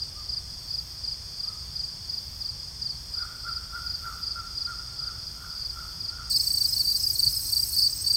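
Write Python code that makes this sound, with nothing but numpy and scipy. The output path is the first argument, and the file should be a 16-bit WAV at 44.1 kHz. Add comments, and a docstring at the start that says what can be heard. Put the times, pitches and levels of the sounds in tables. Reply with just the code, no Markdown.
"""A near field cricket chirps in threes beside a lily pond, over distant crickets, trills and katydid buzzes.
A crow caws far across the pond; at CUT_S the scene cuts to a sunny garden with closer, overlapping insects.
Wing strokes are gliding sines, buzzes throbbing noise, caws hoarse sines with tree echo.
A low outdoor rumble of shaped noise and a faint hum lie under both places."""
import sys
import numpy as np
from scipy import signal
from scipy.fft import rfft, irfft, next_fast_len
from scipy.io import wavfile
from scipy.ndimage import uniform_filter1d

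SR = 44100
rng = np.random.default_rng(int(sys.argv[2]) if len(sys.argv) > 2 else 0)


def generate_wav(signal):
    """Clip the signal to [-1, 1] and save it as 16-bit WAV at the path in sys.argv[1]."""
    frames = np.transpose(np.atleast_2d(signal))
    scaled = np.clip(frames, -1, 1) * 32767
    pcm = np.round(scaled).astype(np.int16)
    wavfile.write(sys.argv[1], SR, pcm)


N = 359856

CUT_S, TOP_HZ = 6.298, 15750
HOARSE_PER_S, HOARSE_MAX = 4.6, .63  # the longer a caw, the hoarser (0-1)

# near pond cricket's chirps: mid first stroke t/s, base level/dB
POND_CHIRPS = [(-.053, -25), (.297, -25.5), (.710, -25.5), (1.046, -25.5), (1.403, -25.5), (1.763, -25.5),
               (2.101, -26), (2.418, -26), (2.824, -25), (3.144, -25.5), (3.489, -27), (3.869, -26),
               (4.237, -26), (4.579, -24.5), (4.997, -27), (5.622, -27), (6.010, -26.5)]
# wing strokes of one chirp: delay t/s, length t/s, relative level/dB
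CHIRP_STROKES = [(0, 0.022, 0.5), (.037, 0.031, 0.5), (.078, .027, 1)]
# garden field crickets, by name: stroke spacing t/s, stroke length t/s, pitch fall/share;
# offsets of a chirp's first stroke: level/dB, flatter/share, shorter/share
GARDEN_SINGERS = {"loud": (.0385, .026, .125, -.3, .015, .25), "high": (.038, .023, .09, -7, .035, .2),
                  "low": (.038, .024, .11, -6, .035, .35), "brisk": (.0345, .017, .07, -6, .03, .2)}
# garden chirps: mid first stroke t/s, singer, strokes/count, base f/Hz, base level/dB
GARDEN_CHIRPS = [(6.313, "loud", 2, 4790, -18), (6.328, "low", 3, 4580, -18),
                 (6.331, "high", 3, 5190, -18.5), (6.442, "brisk", 4, 4680, -18),
                 (6.578, "loud", 3, 4750, -17.3), (6.657, "high", 3, 5180, -20),
                 (6.736, "low", 3, 4600, -18.5), (6.766, "brisk", 2, 4800, -17.5),
                 (6.856, "loud", 2, 4810, -20), (6.879, "loud", 3, 4780, -18.3),
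                 (6.968, "high", 3, 5190, -20), (7.038, "brisk", 3, 4830, -17),
                 (7.159, "low", 4, 4620, -18), (7.199, "loud", 3, 4790, -16.8),
                 (7.297, "high", 3, 5190, -20), (7.456, "low", 2, 4560, -26), (7.533, "loud", 2, 4770, -16),
                 (7.565, "brisk", 3, 4840, -17.5), (7.735, "low", 4, 4660, -18),
                 (7.753, "high", 3, 5190, -19.5), (7.792, "loud", 3, 4790, -16.3),
                 (7.897, "brisk", 2, 4890, -22.5), (8.048, "brisk", 4, 4790, -20),
                 (8.071, "loud", 3, 4770, -17)]
# trilling crickets: f/Hz, stroke rate/Hz, time of one stroke t/s, pitch fall/share,
# sounding part of cycle/share, rms level/dB
POND_TRILLS = [(3504, 45, 0.031, .1, .7, -66.5), (5648, 77, 0.0035, .1, .8, -53.5),
               (6970, 34, .01, 0.018, .7, -66.5), (8420, 16.5, .747, .06, .5, -63)]
GARDEN_TRILLS = [(5550, 77, 0.011, .08, .8, -45.5), (6485, 42, 0, .05, 0.53, -48.5),
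                 (6850, 42, .01, .04, 0.72, -54)]
# pond trill that pauses: columns as above, level before the pause is cut out
PAUSING_TRILL = [(6510, 42, 0, .04, .7, -60)]
# its pause: from t/s, to t/s
PAUSE_S = (3.1, 3.78)
# two close garden trills drifting in and out of step: columns as above
NEAR_TRILLS = [(8370, 18.08, 6.739, .09, .46, -40.6), (8300, 17.1, 7.424, .03, .38, -43.8)]
# crow caws: start t/s, length t/s, top f/Hz, direct rms level/dB
CAWS = [(0.145, 0.092, 1220, -55.5), (1.423, 0.16, 1260, -57), (3.142, 0.18, 1440, -46),
        (3.438, 0.093, 1397, -39.5), (3.719, 0.092, 1400, -39.5), (4.02, 0.13, 1370, -40.5),
        (4.348, .08, 1390, -40), (4.658, .085, 1410, -40), (4.98, 0.18, 1394, -49.5),
        (5.328, .23, 1406, -51.5), (5.725, 0.17, 1403, -48), (6.088, 0.19, 1420, -49)]
# katydid buzzes: start t/s, length t/s, rms level at the end/dB (garden: before the ground reflection)
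POND_BUZZES = [(.45, .47, -62), (1.15, .6, -66), (1.95, .48, -63), (2.85, .68, -64), (3.62, .58, -59.5),
               (5.15, .9, -59.5)]
POND_HIGH_BUZZES = [(.55, .4, -66), (2, .48, -62), (3.8, .42, -66)]
GARDEN_BUZZES = [(6.1, 1.71, -35.8), (7.97, .8, -39)]
# katydid rasp spectra: f/Hz, relative density level/dB
POND_BUZZ_COLOUR = [(7000, -40), (10000, -1), (12300, 8), (14000, 2), (15000, 4), (16000, -13)]
GARDEN_BUZZ_COLOUR = [(6000, -37), (8800, -9), (10500, -2.5), (12000, 0), (13600, -0.5), (14400, -2),
                      (16000, -7)]
HIGH_BUZZ_COLOUR = [(8000, -27), (11000, -6), (14000, 5), (15200, 11), (16000, -13)]
# merged far insect spectra: f/Hz, relative density level/dB
POND_FAR = [(3900, -39), (4120, -17), (4280, -5), (4600, 0.5), (5000, -1), (5250, -1), (5600, -6),
            (6000, -13), (6450, -19), (7200, -31), (7700, -22), (8300, -14), (9000, -27), (11000, -57)]
GARDEN_FAR = [(3100, -38), (3900, -19.5), (4400, -3), (5100, 0.5), (5600, -3), (6000, -8), (6400, -12.5),
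              (7200, -21.5), (8000, -4), (8700, -22), (11000, -37)]
# outdoor rumble spectra: f/Hz, relative density level/dB
POND_AIR = [(20, -14.5), (40, -3), (60, 0), (100, -3.5), (150, -9), (220, -20), (400, -25), (700, -26.5),
            (1100, -25), (2000, -30), (4000, -31.5), (9000, -32), (16000, -38.5)]
GARDEN_AIR = [(20, -15), (40, -0.5), (60, -1), (100, 0.5), (150, -8), (220, -19), (285, -17.5),
              (400, -24.5), (700, -27.5), (1100, -26.5), (2000, -29), (4000, -28.5), (16000, -42)]
# crow throat noise spectrum: f/Hz, relative density level/dB
CROW_RASP = [(600, -12), (850, -9), (1050, -11), (1250, 12), (1480, -10), (1650, -15), (2100, -6),
             (2700, -40)]
# tree cricket bed spectrum: f/Hz, relative density level/dB
TREE_CRICKETS = [(2950, -22.5), (3200, -2), (3450, -1.5), (3680, -0.5), (3820, -25), (5000, -60)]


def undb(db):
    """Decibels to gain."""
    return 10 ** (np.asarray(db) / 20)


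def level(x, db):
    """Scale to an rms level."""
    return x * undb(db) / np.sqrt(np.mean(x ** 2) + 1e-18)


def clock():
    """Time of every sample, s."""
    return np.arange(N) / SR


def span(length_s):
    """Ramp from 0 to 1 lasting length_s."""
    return np.linspace(0, 1, max(int(length_s * SR), 2))


def add(out, start_s, x):
    """Mix a short sound in from start_s, trimmed to the scene."""
    i = int(round(start_s * SR))
    a, b = max(i, 0), min(i + len(x), N)
    if b > a:
        out[a:b] += x[a - i:b - i]


def walk(rate_hz, size=N):
    """Smooth random signal of rms 1: held values, twice averaged."""
    k = max(int(SR / rate_hz), 1)
    held = np.repeat(rng.standard_normal(size // k + 2), k)
    smooth = uniform_filter1d(uniform_filter1d(held, k), k)
    return level(smooth[:size], 0)


def noise(colour):
    """Noise of rms 1, its spectrum interpolated over log frequency."""
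    size = next_fast_len(N, True)
    hz, db = np.transpose(colour)
    f_hz = np.maximum(np.arange(size // 2 + 1) * SR / size, 1)
    gain = undb(np.interp(np.log(f_hz), np.log(hz), db))
    spectrum = rfft(rng.standard_normal(size)) * gain
    return level(irfft(spectrum, size)[:N], 0)


def scatter(x, t60_s):
    """Diffuse echo from leaves and trees: unit-energy decaying noise tail."""
    t = np.arange(SR) / SR
    tail = rng.standard_normal(SR) * undb(-60 * t / t60_s)
    return signal.oaconvolve(x, tail / np.linalg.norm(tail))[:N]


def bounce(x, delay_s, db):
    """A sound together with one delayed reflection."""
    return x + undb(db) * np.interp(clock() - delay_s, clock(), x, left=0)


def wing(u, hz, fall, rise=0, overtone_db=-27, skew=1.2, edge=0.61, unsteady=.004):
    """Scraper runs along the file (u 0-1); pitch climbs as the wing speeds up and sags as it slows."""
    u = np.clip(u, 0, 1)
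    speed = 1 - rise * (1 - u) ** 3 - fall * u ** 3
    pitch_hz = hz * speed * (1 + unsteady * walk(500, size=len(u)))
    phase = 2 * np.pi * np.cumsum(pitch_hz) / SR
    envelope = np.abs(np.sin(np.pi * u ** skew)) ** edge
    return envelope * (np.sin(phase) + undb(overtone_db) * np.sin(2 * phase))


def pond_cricket(hz=4950, fall=.15, leaves_db=-19, bank_s=.005, bank_db=-14):
    """Near field cricket, three strokes a chirp; an early reflection beats against each falling end."""
    out = np.zeros(N)
    for mid_s, db in POND_CHIRPS:
        for delay_s, length_s, stroke_db in CHIRP_STROKES:
            stroke = wing(span(length_s), hz, fall, overtone_db=-50, skew=1.25, edge=.95)
            add(out, mid_s + delay_s - length_s / 2, undb(db + stroke_db) * stroke)
    return bounce(out, bank_s, bank_db) + undb(leaves_db) * scatter(out, t60_s=0.3)


def far_crickets(low_hz, high_hz, db, count, period_s=.37, fall=0.1037):
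    """Further field crickets, each on its own pitch and tempo, blurred by the grass."""
    out = np.zeros(N)
    for hz in np.linspace(low_hz, high_hz, count):
        chirp = np.zeros(N)
        for delay_s, length_s, stroke_db in CHIRP_STROKES:
            add(chirp, delay_s, undb(stroke_db) * wing(span(length_s), hz, fall, overtone_db=-45))
        mean_gap_s = period_s * rng.uniform(.85, 1.2)
        gaps_s = mean_gap_s * (1 + .08 * rng.standard_normal(size=32))
        for start_s in np.cumsum(gaps_s) - rng.uniform(.5, 1):
            add(out, start_s, chirp[:SR // 4] * undb(1.5 * rng.standard_normal()))
    return level(out + .55 * scatter(out, t60_s=.18), db)


def shimmer(colour, rate_hz, flicker_db):
    """Countless far insects merge into a noise bed that barely flickers."""
    return noise(colour) * undb(flicker_db * walk(rate_hz))


def trills(table, wet):
    """Crickets beat their wings on and on; strokes vary in pitch and strength; wet is the echo's power share."""
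    out = 0
    for hz, rate_hz, stroke_s, fall, share, db in table:
        beats = rate_hz * (clock() - stroke_s) + .025 * walk(4)
        stroke, cycle = np.divmod(beats, 1)
        detune, force = rng.standard_normal(size=(1024, 2))[stroke.astype(int)].T
        pitch_hz = hz * (1 + .004 * detune)
        song = wing(cycle / share, pitch_hz, fall, rise=fall / 2, overtone_db=-45, skew=1, edge=1)
        out = out + level(song * undb(1.3 * force), db)
    wet = np.clip(wet, 0, 1)
    return np.sqrt(1 - wet) * out + np.sqrt(wet) * scatter(out, t60_s=0.54)


def tree_crickets(db=-61.5):
    """Tree crickets merged into a steady band of noise."""
    return level(noise(TREE_CRICKETS), db)


def bouts(table, rest_db, swell_db, attack_s, release_s):
    """Katydid effort: each buzz sets in, swells and breaks off over a faint rasp of others."""
    t, power = clock(), undb(rest_db) ** 2
    for start_s, length_s, db in table:
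        attack = (t - start_s) / attack_s
        release = 1 + (start_s + length_s - t) / release_s
        gate = np.clip(np.minimum(attack, release), 0, 1)
        to_go = np.clip(1 - (t - start_s) / length_s, 0, 1)
        power = power + (gate * undb(db - swell_db * to_go)) ** 2
    return np.sqrt(power)


def katydids(effort, colour, rates_hz, throb_db, rasp_db):
    """Broad rasp of tooth strikes that swells with each wing stroke; the tempos drift."""
    throb = sum(np.sin(2 * np.pi * (hz * clock() + 0.3 * walk(5))) for hz in rates_hz)
    rasp = noise(colour) * undb(throb_db * throb + rasp_db * walk(1500))
    return level(rasp, 0) * effort


def air(colour, db):
    """Low outdoor rumble: steady shaped noise."""
    return level(noise(colour), db)


def hum(hz=58.5, db=-53):
    """Faint hum of distant machinery: a sine wavering in phase and level."""
    tone = np.sin(2 * np.pi * (hz * clock() + 0.097 * walk(3.03)))
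    return level(tone * undb(2 * walk(2.8)), db)


def crow(rattle_hz=75, flank_db=-31, rasp_db=-10, echo_db=-4.2, echo_t60_s=0.9):
    """Distance leaves little but the strongest harmonic of each hoarse caw; the trees echo it."""
    direct, sent, throat = np.zeros(N), np.zeros(N), noise(CROW_RASP)
    for start_s, length_s, hz, db in CAWS:
        u = span(length_s)
        size = len(u)
        hoarse = min(HOARSE_PER_S * length_s, HOARSE_MAX)
        rattle_rate_hz = rattle_hz * (1 + 0.28 * walk(62, size=size))
        rattle = np.sin(2 * np.pi * np.cumsum(rattle_rate_hz) / SR)
        arch = .08 * (2 * u - .85) ** 2
        pitch_hz = hz * (1 - arch + .052 * hoarse * walk(500, size=size))
        phase = 2 * np.pi * np.cumsum(pitch_hz) / SR
        flanks = np.sin(phase * 2 / 3) + np.sin(phase * 4 / 3)  # neighbouring harmonics
        swell = np.abs(np.sin(np.pi * u)) ** .75 * (1 + .8 * hoarse * rattle)
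        swell = swell * undb(3.9 * hoarse * walk(58.3, size=size))  # a hoarse voice breaks up
        rasp = throat[int(start_s * SR):][:size] * hoarse * undb(rasp_db)
        caw = level((np.sin(phase) + undb(flank_db) * flanks + rasp) * swell, db)
        add(direct, start_s, caw)
        add(sent, start_s + .04, caw * undb(echo_db))
    return direct + scatter(sent, echo_t60_s)


def garden_crickets(warm_up_strokes=.6, leaves_db=-22, ground_db=-15, scatter_db=.7):
    """Close field crickets overlap and beat; chirps start soft, flat and short, and bounce off the ground."""
    out = np.zeros(N)
    for mid_s, singer, count, hz, db in GARDEN_CHIRPS:
        gap_s, length_s, fall, soft_db, flat, short = GARDEN_SINGERS[singer]
        for k in range(round(count)):
            cold = np.exp(-k / warm_up_strokes)
            u = span(length_s * (1 - short * cold))
            stroke = wing(u, hz * (1 - flat * cold), fall, rise=.02, overtone_db=-24.5,
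                          skew=1.05, edge=.7, unsteady=.007)
            stroke = stroke * undb(db + soft_db * cold + scatter_db * rng.standard_normal())
            start_s = mid_s + k * gap_s - len(u) / SR / 2
            add(out, start_s, stroke)
            add(out, start_s + rng.uniform(.001, .0036), undb(ground_db) * stroke)
    return out + undb(leaves_db) * scatter(out, t60_s=0.041)


def thump(start_s=7.255, db=-33, low_hz=105, high_hz=155, peak_s=.012):
    """One soft low bump: two sines under a quick swell and decay."""
    out, t = np.zeros(N), np.arange(SR // 4) / SR
    swell = t / peak_s * np.exp(1 - t / peak_s)
    tone = np.sin(2 * np.pi * low_hz * t) + .4 * np.sin(2 * np.pi * high_hz * t)
    add(out, start_s, undb(db) * swell * tone)
    return out


def pond():
    """One near cricket and a crow over a chorus that merges into a shimmer with distance."""
    # neighbours nearly hold their pitch
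    neighbours = far_crickets(4890, 4915, db=-47, count=2, period_s=.3, fall=0.014)
    bed = level(shimmer(POND_FAR, rate_hz=30, flicker_db=.7), -43.5)
    chorus = far_crickets(4650, 5150, db=-43.5, count=8) + bed
    singing = 1. * ((clock() < PAUSE_S[0]) | (clock() > PAUSE_S[1]))
    singing = uniform_filter1d(singing, size=2000)
    small = trills(POND_TRILLS, wet=0.63) + singing * trills(PAUSING_TRILL, wet=0.78) + tree_crickets()
    effort = bouts(POND_BUZZES, rest_db=-69, swell_db=2.5, attack_s=.15, release_s=.08)
    buzz = katydids(effort, POND_BUZZ_COLOUR, rates_hz=(64, 40), throb_db=1, rasp_db=-2.0)
    effort = bouts(POND_HIGH_BUZZES, rest_db=-85, swell_db=1.5, attack_s=.1, release_s=.08)
    high = katydids(effort, HIGH_BUZZ_COLOUR, rates_hz=(65,), throb_db=1, rasp_db=2)
    return pond_cricket() + neighbours + chorus + small + buzz + high + crow() + air(POND_AIR, -45.5)


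def garden():
    """Much closer insects among the grasses; a broad buzz breaks off and resumes, a higher one sings on."""
    bed = level(shimmer(GARDEN_FAR, rate_hz=40, flicker_db=1.3), -37.5)
    chorus = far_crickets(4550, 5150, db=-39, count=7) + bed
    small = trills(GARDEN_TRILLS, wet=0.033) + trills(NEAR_TRILLS, wet=.07)
    effort = bouts(GARDEN_BUZZES, rest_db=-49, swell_db=8, attack_s=.12, release_s=.06)
    broad = katydids(effort, GARDEN_BUZZ_COLOUR, rates_hz=(41, 57), throb_db=2, rasp_db=2.5)
    high = katydids(undb(-44), HIGH_BUZZ_COLOUR, rates_hz=(65,), throb_db=-1.0, rasp_db=3.0)
    buzz = bounce(broad, delay_s=.0033, db=-7) + high
    return garden_crickets() + chorus + small + buzz + thump() + air(GARDEN_AIR, -44.5)


def scene():
    """The pond gives way abruptly to the garden; the hum runs under both."""
    in_garden = np.clip((clock() - CUT_S) / 0.0024 + .5, 0, 1)
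    return (pond() * (1 - in_garden) + garden() * in_garden + hum())[None]


def record(dry):
    """Steep elliptic low-pass removes everything above TOP_HZ."""
    top_cut = signal.ellip(10, .1, 80, TOP_HZ, fs=SR, output="sos")
    return signal.sosfilt(top_cut, dry)


dry = scene()
out = record(dry)
generate_wav(out)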